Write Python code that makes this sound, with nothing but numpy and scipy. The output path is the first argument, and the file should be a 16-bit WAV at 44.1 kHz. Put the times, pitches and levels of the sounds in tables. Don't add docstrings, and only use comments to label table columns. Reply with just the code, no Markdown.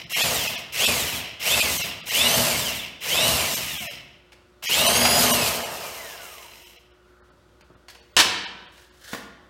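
import sys
import numpy as np
from scipy import signal
from scipy.fft import rfft, irfft, next_fast_len
from scipy.io import wavfile
from scipy.ndimage import uniform_filter1d, map_coordinates

SR = 44100
rng = np.random.default_rng(int(sys.argv[2]) if len(sys.argv) > 2 else 0)


def rack_gain(trim_db):
    fader = np.asarray(trim_db, float)
    return 10 ** (fader / 20)


def persist_wave(psi):
    counts = np.round(np.clip(psi, -1, 1) * 32767).astype(np.int16)
    wavfile.write(sys.argv[1], SR, np.atleast_2d(counts).T)


N = 418509
T = np.arange(N) / SR

PINION_TEETH = 11
CREEP_HZ = 250
OUT_S, BACKING_S = 5.623, .2
FAN_ORDERS = [16, 32, 48]
# frequency in Hz, level in dB, time to fade by 60 dB in seconds.
BENCH_MODES = [(190, -15, 1.2), (470, -8, .4), (1050, -8, .3), (2850, -5, .3), (3450, -5, .3)]


def unit(x):
    return x / np.sqrt(np.mean(x ** 2) + 1e-20)


def along(points, hz):
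    f, v = np.transpose(points)
    return np.interp(np.log(hz + 1), np.log(f + 1), v)


def curves(tables):
    rows = []
    for table in tables:
        silent = [-120] * (len(table[0]) - 1)
        rows += [(table[0][0] - .01, *silent), *table, (table[-1][0] + .05, *silent)]
    s, *columns = np.transpose(rows)
    return [np.interp(T, s, column) for column in columns]


def wobble(rate):
    coarse = T[::8]
    knots = rng.standard_normal(int(N * rate / SR) + 4)
    return np.interp(T, coarse, map_coordinates(knots, [coarse * rate]))


def filtered(x, response):
    m = next_fast_len(len(x) + 8192)
    return irfft(rfft(x, m) * response(np.fft.rfftfreq(m, 1 / SR)), m)[:len(x)]


def resonances(peaks):
    def response(f):
        total = 0
        for k, (centre, width, db) in enumerate(peaks):
            damping = 1j * f * width
            total = total + (-1) ** k * rack_gain(db) * damping / (centre * centre - f * f + damping)
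        return total
    return response


def noise(spectrum, size=N):
    return unit(filtered(rng.standard_normal(size), lambda hz: rack_gain(along(spectrum, hz))))


def knocks(events, tone, gain_db):
    out, t = np.zeros(N + SR), np.arange(SR // 4) / SR
    for s, db, t60 in events:
        out[round(s * SR):][:len(t)] += rack_gain(db + gain_db - 60 * t / t60) * noise(tone, size=len(t))
    return out[:N]


def ringing(events, modes, gain_db, rough_db):
    out, t = np.zeros(N + SR), np.arange(SR) / SR
    for s, db, _ in events:
        ring = 0
        for hz, level, t60 in modes:
            fade = rack_gain(level + rng.normal(0, 2.5) - 60 * t / t60)
            ring = ring + fade * np.sin(2 * np.pi * hz * t + rng.uniform(0, 5.3))
        out[round(s * SR):][:SR] += rack_gain(db + gain_db) * ring
    return out[:N] * rack_gain(rough_db * wobble(80))


def speed():
    # pull in seconds, release in seconds, mesh at release in Hz, standstill in seconds.
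    bursts = [
        (-.5, -.36, 2600, .09),
        (.092, .23, 2600, .71),
        (.718, .865, 2680, 1.38),
        (1.39, 1.56, 2750, 2.05),
        (2.052, 2.365, 3160, 2.97),
        (3.003, 3.295, 3030, 4.07),
        (4.622, 5.21, 3430, 6.9),
    ]
    burst_levels = [1.2, 0.5, 0.11, 0.5, 0.22, -0.5, 0.8]
    # time in seconds, mesh in Hz.
    free_run = [(5.39, 2650), (5.54, 2250), (5.7, 1925), (6.2, 1030), (6.45, 650), (6.9, 150)]
    wind_up_s, wind_up_shape = .107, .84
    drag_hz_per_s, knee_hz = 5300, 1000
    runs = []
    for pull, release, top_hz, stop in bursts:
        def rise(s):
            return 1 - np.exp(-(np.clip(s - pull, 0, None) / wind_up_s) ** wind_up_shape)

        if stop < OUT_S:
            coast = [(release + (top_hz - knee_hz) / drag_hz_per_s, knee_hz), (stop, CREEP_HZ)]
        else:
            coast = free_run
        down = np.interp(T, *np.transpose([(release, top_hz), *coast, (stop + .15, 0)]))
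        runs.append(np.where(T < release, top_hz * rise(T) / rise(release), down))
    current = np.argmax(runs, axis=0)
    stops = np.transpose(bursts)[3]
    return np.max(runs, axis=0) + 1, stops[current], np.array(burst_levels)[current]


def loudness(mesh, stop, burst_db, driven, flat_out):
    # level at 2 kHz mesh in dB, rise in dB an octave of speed,
    # change under power in dB, change at full torque in dB, change when stalling in dB.
    in_tube = [
        (-27.5, 4, 1.5, 3, -13),
        (-26.5, 7, -1.5, 3, -25.5),
        (-33, 11.5, 0, -1, -0.5),
        (-37, 6, -0.5, -14.5, -4.5),
    ]
    # change in dB, change in dB an octave of speed.
    in_air = [
        (-10.5, 1),
        (-9.5, 1),
        (-3, 0),
        (-11.5, 10),
    ]
    stall_times = [.12, 0.2, .25, .2]
    air_stall_s = .15
    octaves = np.log2(np.maximum(mesh, CREEP_HZ / 2) / 2000)
    torque = driven * np.clip(1 - mesh / 3500, 0, 1)
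    free = np.clip(1 + (T - OUT_S) / BACKING_S, 0, 1)
    still_db = 40 * np.log10(np.clip(mesh / (CREEP_HZ / 2), 1e-3, 1))

    def stall(s):
        return np.clip(1 - (stop - T) / (s + free * (air_stall_s - s)), 0, 1)

    noises = []
    for (db, slope, on, load, slow), (air, more), s in zip(in_tube, in_air, stall_times):
        level = burst_db + still_db + db + slope * octaves
        level = level + on * driven + load * torque + slow * stall(s)
        noises.append(level + free * (air + more * octaves))
    gear_db = -5 - 14 * stall(stall_times[1]) - (1 - driven) - 18 * torque ** 1.5 - 14 * free
    growl = np.exp(-((mesh * FAN_ORDERS[0] / PINION_TEETH - 3500) / 400) ** 2)
    fan_db = -18 + 16 * flat_out ** 2 * driven + 11 * driven * growl
    fan_db = fan_db + free * (9 - 4 * octaves)
    fan_db = fan_db - 20 * np.clip((640 - mesh) / 40, 0, 1)
    return *noises, gear_db, fan_db


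def drill():
    gear_orders = [2.45, 11, 14.7, 15.4, 22, 29.4, 33, 43, 44]
    driven_levels = [-3, -1, 0, -4, -6, -12, -4, -12, -8]
    coasting_levels = [-4, -3, -18, -22, -5, -14, -5, -8, -10]
    top_speed_levels = [-3, -13, -12, -16, 4, 0, 1, 0, 0]
    fan_levels = [2, -3, -10]
    # frequency in Hz, level in dB.
    gearbox = [(350, -20), (520, -4), (680, 1), (900, -12), (1700, -7), (2200, -2), (2850, 3), (3550, 4),
               (4150, -4), (5400, -2), (7500, 2), (13000, 0)]
    # frequency in Hz, level in dB per Hz.
    housing = [(820, -51), (1400, -38.5), (1610, -21), (2050, -3.5), (2100, -4), (2500, -6), (2770, 0),
               (3070, -2), (3330, -8.5), (3720, -11.5), (4070, -5.5), (4280, -18), (5330, -8),
               (6500, -22.5), (8450, -43.5), (14300, -120)]
    # frequency in Hz, level in dB per Hz.
    grind_tone = [(180, -38.5), (300, -13.5), (431, -5), (470, -3.5), (506, -4), (652, 1), (727, -3.5),
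                  (866, -6), (944, -3.5), (1490, -9.5), (1700, -8.5), (2210, -20.5), (3740, -120)]
    # frequency in Hz, level in dB per Hz.
    rumble_tone = [(26, -41.5), (45, -18), (65, -3), (92, -4), (204, -6), (237, -7), (281, -9.5),
                   (310, -10.5), (400, -38), (680, -120)]
    # frequency in Hz, width in Hz, level in dB.
    tube_mode = [(236, 8.3, 0)]
    # frequency in Hz, level in dB per Hz.
    fast_hiss = [(2650, -13.5), (4500, -0.5), (5000, -4), (5390, -5), (7570, -4), (9260, -4.5),
                 (10900, -7.5), (12100, -7), (12800, 0), (13700, -10), (15200, -7.5), (16000, -38)]
    slow_hiss = [(3240, -26.5), (5500, -0.5), (7220, -1.5), (8190, -2), (8910, -2.5), (10200, -6),
                 (12900, -1), (15100, -5), (16000, -6)]

    mesh, stop, burst_db = speed()
    shaft = mesh / PINION_TEETH
    turn = 2 * np.pi * np.cumsum(shaft) / SR
    driven = uniform_filter1d((np.gradient(mesh) > 0) * 1.0, size=1300)
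    fast = np.clip(shaft / 220, 0, 1)
    flat_out = np.clip((shaft - 262) / 40, 0, 1)
    roar_db, hiss_db, grind_db, rumble_db, gear_db, fan_db = loudness(mesh, stop, burst_db, driven, flat_out)

    def line(order, db, flutter_db, wander):
        lift = .7 + .6 * rack_gain(along(housing, order * shaft) / 2)
        lift = lift * (order * shaft < 15800)
        return lift * rack_gain(db + flutter_db * wobble(70)) * np.sin(order * turn + wander * wobble(150))

    gears = 0
    for order, on, off, top in zip(gear_orders, driven_levels, coasting_levels, top_speed_levels):
        db = gear_db + 4.5 + driven * on + (1 - driven) * off + flat_out * top
        db = db + along(gearbox, order * shaft)
        gears = gears + line(order, db, flutter_db=3.5, wander=.55)

    fan = 0
    for order, level in zip(FAN_ORDERS, fan_levels):
        overtone_loss = (order > 16) * np.clip(14 - order * shaft / 350, 0, 14)
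        fan = fan + line(order, fan_db + level - overtone_loss, flutter_db=3, wander=.3)

    spindle = np.sin(turn / 22)
    rattle = rng.standard_normal(N) * rack_gain(2.9 * wobble(400) + 2.5 * np.sin(turn))
    airflow = unit(filtered(rattle[::-1], lambda f: 1 / (1 + (1500 / (f + 1)) ** 6 + (f / 6000) ** 6)))
    roar = unit(filtered(rattle, lambda f: rack_gain(along(housing, f))))
    roar = roar + 0.55 * fast * airflow
    grind = noise(grind_tone) * rack_gain(1.5 * wobble(70) + 1.2 * spindle)

    boom = unit(filtered(rng.standard_normal(N), resonances(tube_mode))) * rack_gain(2.5 * wobble(10.0))
    rumble = noise(rumble_tone) * rack_gain(1.8 * wobble(31) + 1.2 * spindle)
    rumble = rumble + 1.1 * np.clip(shaft / 260, 0, 1) ** 5 * boom

    hiss = fast * noise(fast_hiss) + 1.085 * np.sqrt(1 - fast ** 2) * noise(slow_hiss)
    hiss = hiss * rack_gain(1.9 * wobble(900) + 0.6 * np.sin(turn) + 1.8 * wobble(25))

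    body = rack_gain(roar_db + .8 * wobble(20)) * (.75 * unit(roar) + gears + fan)
    cutting = rack_gain(grind_db) * unit(grind) + rack_gain(rumble_db) * unit(rumble)
    return rack_gain(-2.5) * (body + rack_gain(hiss_db) * unit(hiss) + cutting)


def floor():
    # frequency in Hz, level in dB.
    lamps = [(59.2, -64), (360.7, -66), (479.1, -77.5), (597.5, -75), (721.4, -79), (839.8, -81),
             (958.2, -82.5), (1459, -77.5), (1922, -84.5)]
    # frequency in Hz, width in Hz, level in dB.
    appliance = [(1350, 240, -0.5), (1561, 19, -6.5)]
    # frequency in Hz, level in dB per Hz.
    air_tone = [(15, -32.5), (25, -28.5), (66, -1), (108, -5.5), (256, -10.5), (363, -6.5), (416, -15.5),
                (591, -7.5), (659, -21), (962, -18), (1160, -16), (1400, -20.5), (2280, -27), (3430, -23.5),
                (16000, -42.5)]
    hum = 0
    for hz, db in lamps:
        hum = hum + rack_gain(db + 4.5 + 0.9 * wobble(6)) * np.sin(2 * np.pi * hz * T + .4 * wobble(5.3))
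    whirr = rack_gain(-68 + 2.5 * wobble(4)) * unit(filtered(rng.standard_normal(N), resonances(appliance)))
    air = rack_gain(-60.5 + 1.2 * wobble(8.7) + .8 * wobble(23)) * noise(air_tone)
    return hum + whirr + air


def ticks():
    # start in seconds, peak level in dB, time to fade by 60 dB in seconds.
    contacts = [
        (4.3201, -38.5, 0.088),
        (4.3297, -37, 0.05),
        (4.6259, -24.5, 0.065),
        (5.0518, -4, 0.071),
        (7.6092, -40, 0.061),
        (7.8837, -31.5, 0.087),
        (7.9488, -35, 0.073),
        (8.78, -38, 0.04),
    ]
    # frequency in Hz, level in dB per Hz.
    tick_tone = [(470, -29.5), (800, -1), (1270, -5.5), (1680, -2), (2950, -0.5), (3830, -10.5), (4400, -7),
                 (4930, -8), (8990, -16.5), (16000, -27)]
    # frequency in Hz, level in dB, time to fade by 60 dB in seconds.
    ping_modes = [(4250, -3, .12), (4490, 0, .08), (5550, -8, .08), (8900, -8, .1)]
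    out = knocks(contacts, tick_tone, gain_db=-9.5)
    out += ringing(contacts[5:6], ping_modes, gain_db=-12, rough_db=1.5)
    return out + ringing(contacts[6:7], BENCH_MODES[1:2], gain_db=-15, rough_db=3)


def footsteps():
    # start in seconds, peak level in dB, time to fade by 60 dB in seconds.
    steps = [
        (7.334, -41.5, 0.05),
        (7.699, -35.5, 0.095),
    ]
    # frequency in Hz, level in dB per Hz.
    step_tone = [(53, -36), (90, -2.5), (433, -2), (800, -13.5), (1300, -12), (1600, -31), (3900, -57),
                 (6600, -120)]
    return knocks(steps, step_tone, gain_db=-11.0)


def scuff():
    # time in seconds, level in dB.
    rubs = [
        [(7.9, -43.5), (7.942, -66), (7.948, -64), (8.118, -74.5), (8.15, -61)],
        [(8.72, -58.5), (8.822, -57.5), (8.904, -67.5), (9.006, -59.5), (9.03, -51), (9.142, -39.5), (9.3, -73)],
    ]
    # frequency in Hz, level in dB per Hz.
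    scuff_tone = [(290, -38.5), (500, -0.5), (1020, -12.5), (1140, -10), (1640, 4), (2430, -11), (3150, -2),
                  (5880, -7), (16000, -16.5)]
    return rack_gain(curves(rubs)[0] + 2.3 * wobble(150)) * noise(scuff_tone)


def bench():
    # start in seconds, peak level in dB, time to fade by 60 dB in seconds.
    landings = [
        (8.166, 0.5, 0.1),
        (8.176, -5.5, 0.22),
        (8.19, -2, 0.14),
        (8.2, 1.5, 0.089),
        (8.211, -4, 0.013),
    ]
    # frequency in Hz, level in dB per Hz.
    clang_tone = [(35, -42), (60, -18.5), (227, -9), (621, -5.5), (749, -7), (882, -1.5), (1110, -2.5),
                  (1820, -1.5), (2000, -4), (3300, 2), (5000, -2.5), (13900, -20), (16000, -26)]
    ring = ringing(landings, BENCH_MODES, gain_db=-36.5, rough_db=7)
    return ring + knocks(landings, clang_tone, gain_db=-9.5)


def box():
    # start in seconds, peak level in dB, time to fade by 60 dB in seconds.
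    thumps = [
        (9.132, -16, 0.017),
        (9.136, -19, 0.026),
        (9.147, -19, 0.03),
    ]
    # frequency in Hz, level in dB per Hz.
    thump_tone = [(47, -36), (80, -17), (386, -3), (858, -9), (1050, -3.5), (1120, -5), (1740, -4.5),
                  (2330, -12.5), (13700, -34), (16000, -19)]
    # frequency in Hz, level in dB, time to fade by 60 dB in seconds.
    box_modes = [(150, -1, .09), (200, 1, .09), (260, 1, 0.07), (398, 0, 0.05), (700, -3, .03)]
    body = ringing(thumps[:1], box_modes, gain_db=-15, rough_db=2.5)
    return knocks(thumps, thump_tone, gain_db=-5) + body


def garage(x):
    # frequency in Hz, time to fade by 60 dB in seconds.
    fade_times = [(100, 0.99), (1000, 1), (3000, 0.9), (6000, 0.58), (12000, 0.34)]
    hz, t, z = signal.stft(rng.standard_normal(SR), SR, nperseg=256)
    fade = rack_gain(-60 * t / along(fade_times, hz)[:, None])
    tail = signal.istft(z * fade, SR, nperseg=256)[1]
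    delayed = np.pad(x, (130, 0))
    return signal.fftconvolve(delayed, tail / np.linalg.norm(tail))[:N]


def starve(x):
    long_gaps = [.146, 3.888, 4.674, 7.22]
    short_gaps = [.057, .226, .483, .569, .866, 1.614, 1.785, 1.829, 2.024, 2.103, 3.556, 3.791, 4.878,
                  5.326, 5.645, 6.65, 6.779, 6.925, 7.308, 7.631, 7.758, 8.014, 8.138, 8.461, 8.674, 8.909]
    # time (s), length (s), share of tones kept
    gaps = [(s, .025, .09) for s in long_gaps] + [(s, .016, .13) for s in short_gaps]
    x = x.copy()
    for s, length, kept in gaps:
        size = round(2.2 * length * SR)
        start = round(s * SR) - size // 2
        part = slice(start, start + size)
        taper = np.sqrt(signal.windows.tukey(size, .8))
        z = rfft(x[part] * taper)
        rank = uniform_filter1d(np.abs(z), size=3) * np.fft.rfftfreq(size) ** .35
        weak = rank < np.quantile(rank, 1 - kept)
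        change = np.where(weak, -min(1, .55 + length * 18), .5)
        x[part] += taper * irfft(z * change, size)
    return x


def scene():
    tool = drill()
    small = ticks() + footsteps() + scuff() + box()
    clang = bench()
    mix = tool + rack_gain(-7) * garage(tool)
    mix += small + rack_gain(-5.5) * garage(small)
    mix += clang + rack_gain(-5.5) * garage(clang)
    mix += floor()
    return np.array([mix, mix])


def band_limit(x):
    return signal.sosfilt(signal.butter(12, 16850, fs=SR, output="sos"), x)


def record(dry):
    soft = dry[0] / (1 + np.abs(dry[0]) ** 4) ** .25
    mono = filtered(soft, lambda f: (f < 15850) / np.sqrt(1 + (52 / (f + 1)) ** 6))
    mix = np.array([starve(mono)] * 2)
    return band_limit(mix)


dry = scene()
out = record(dry)
persist_wave(out)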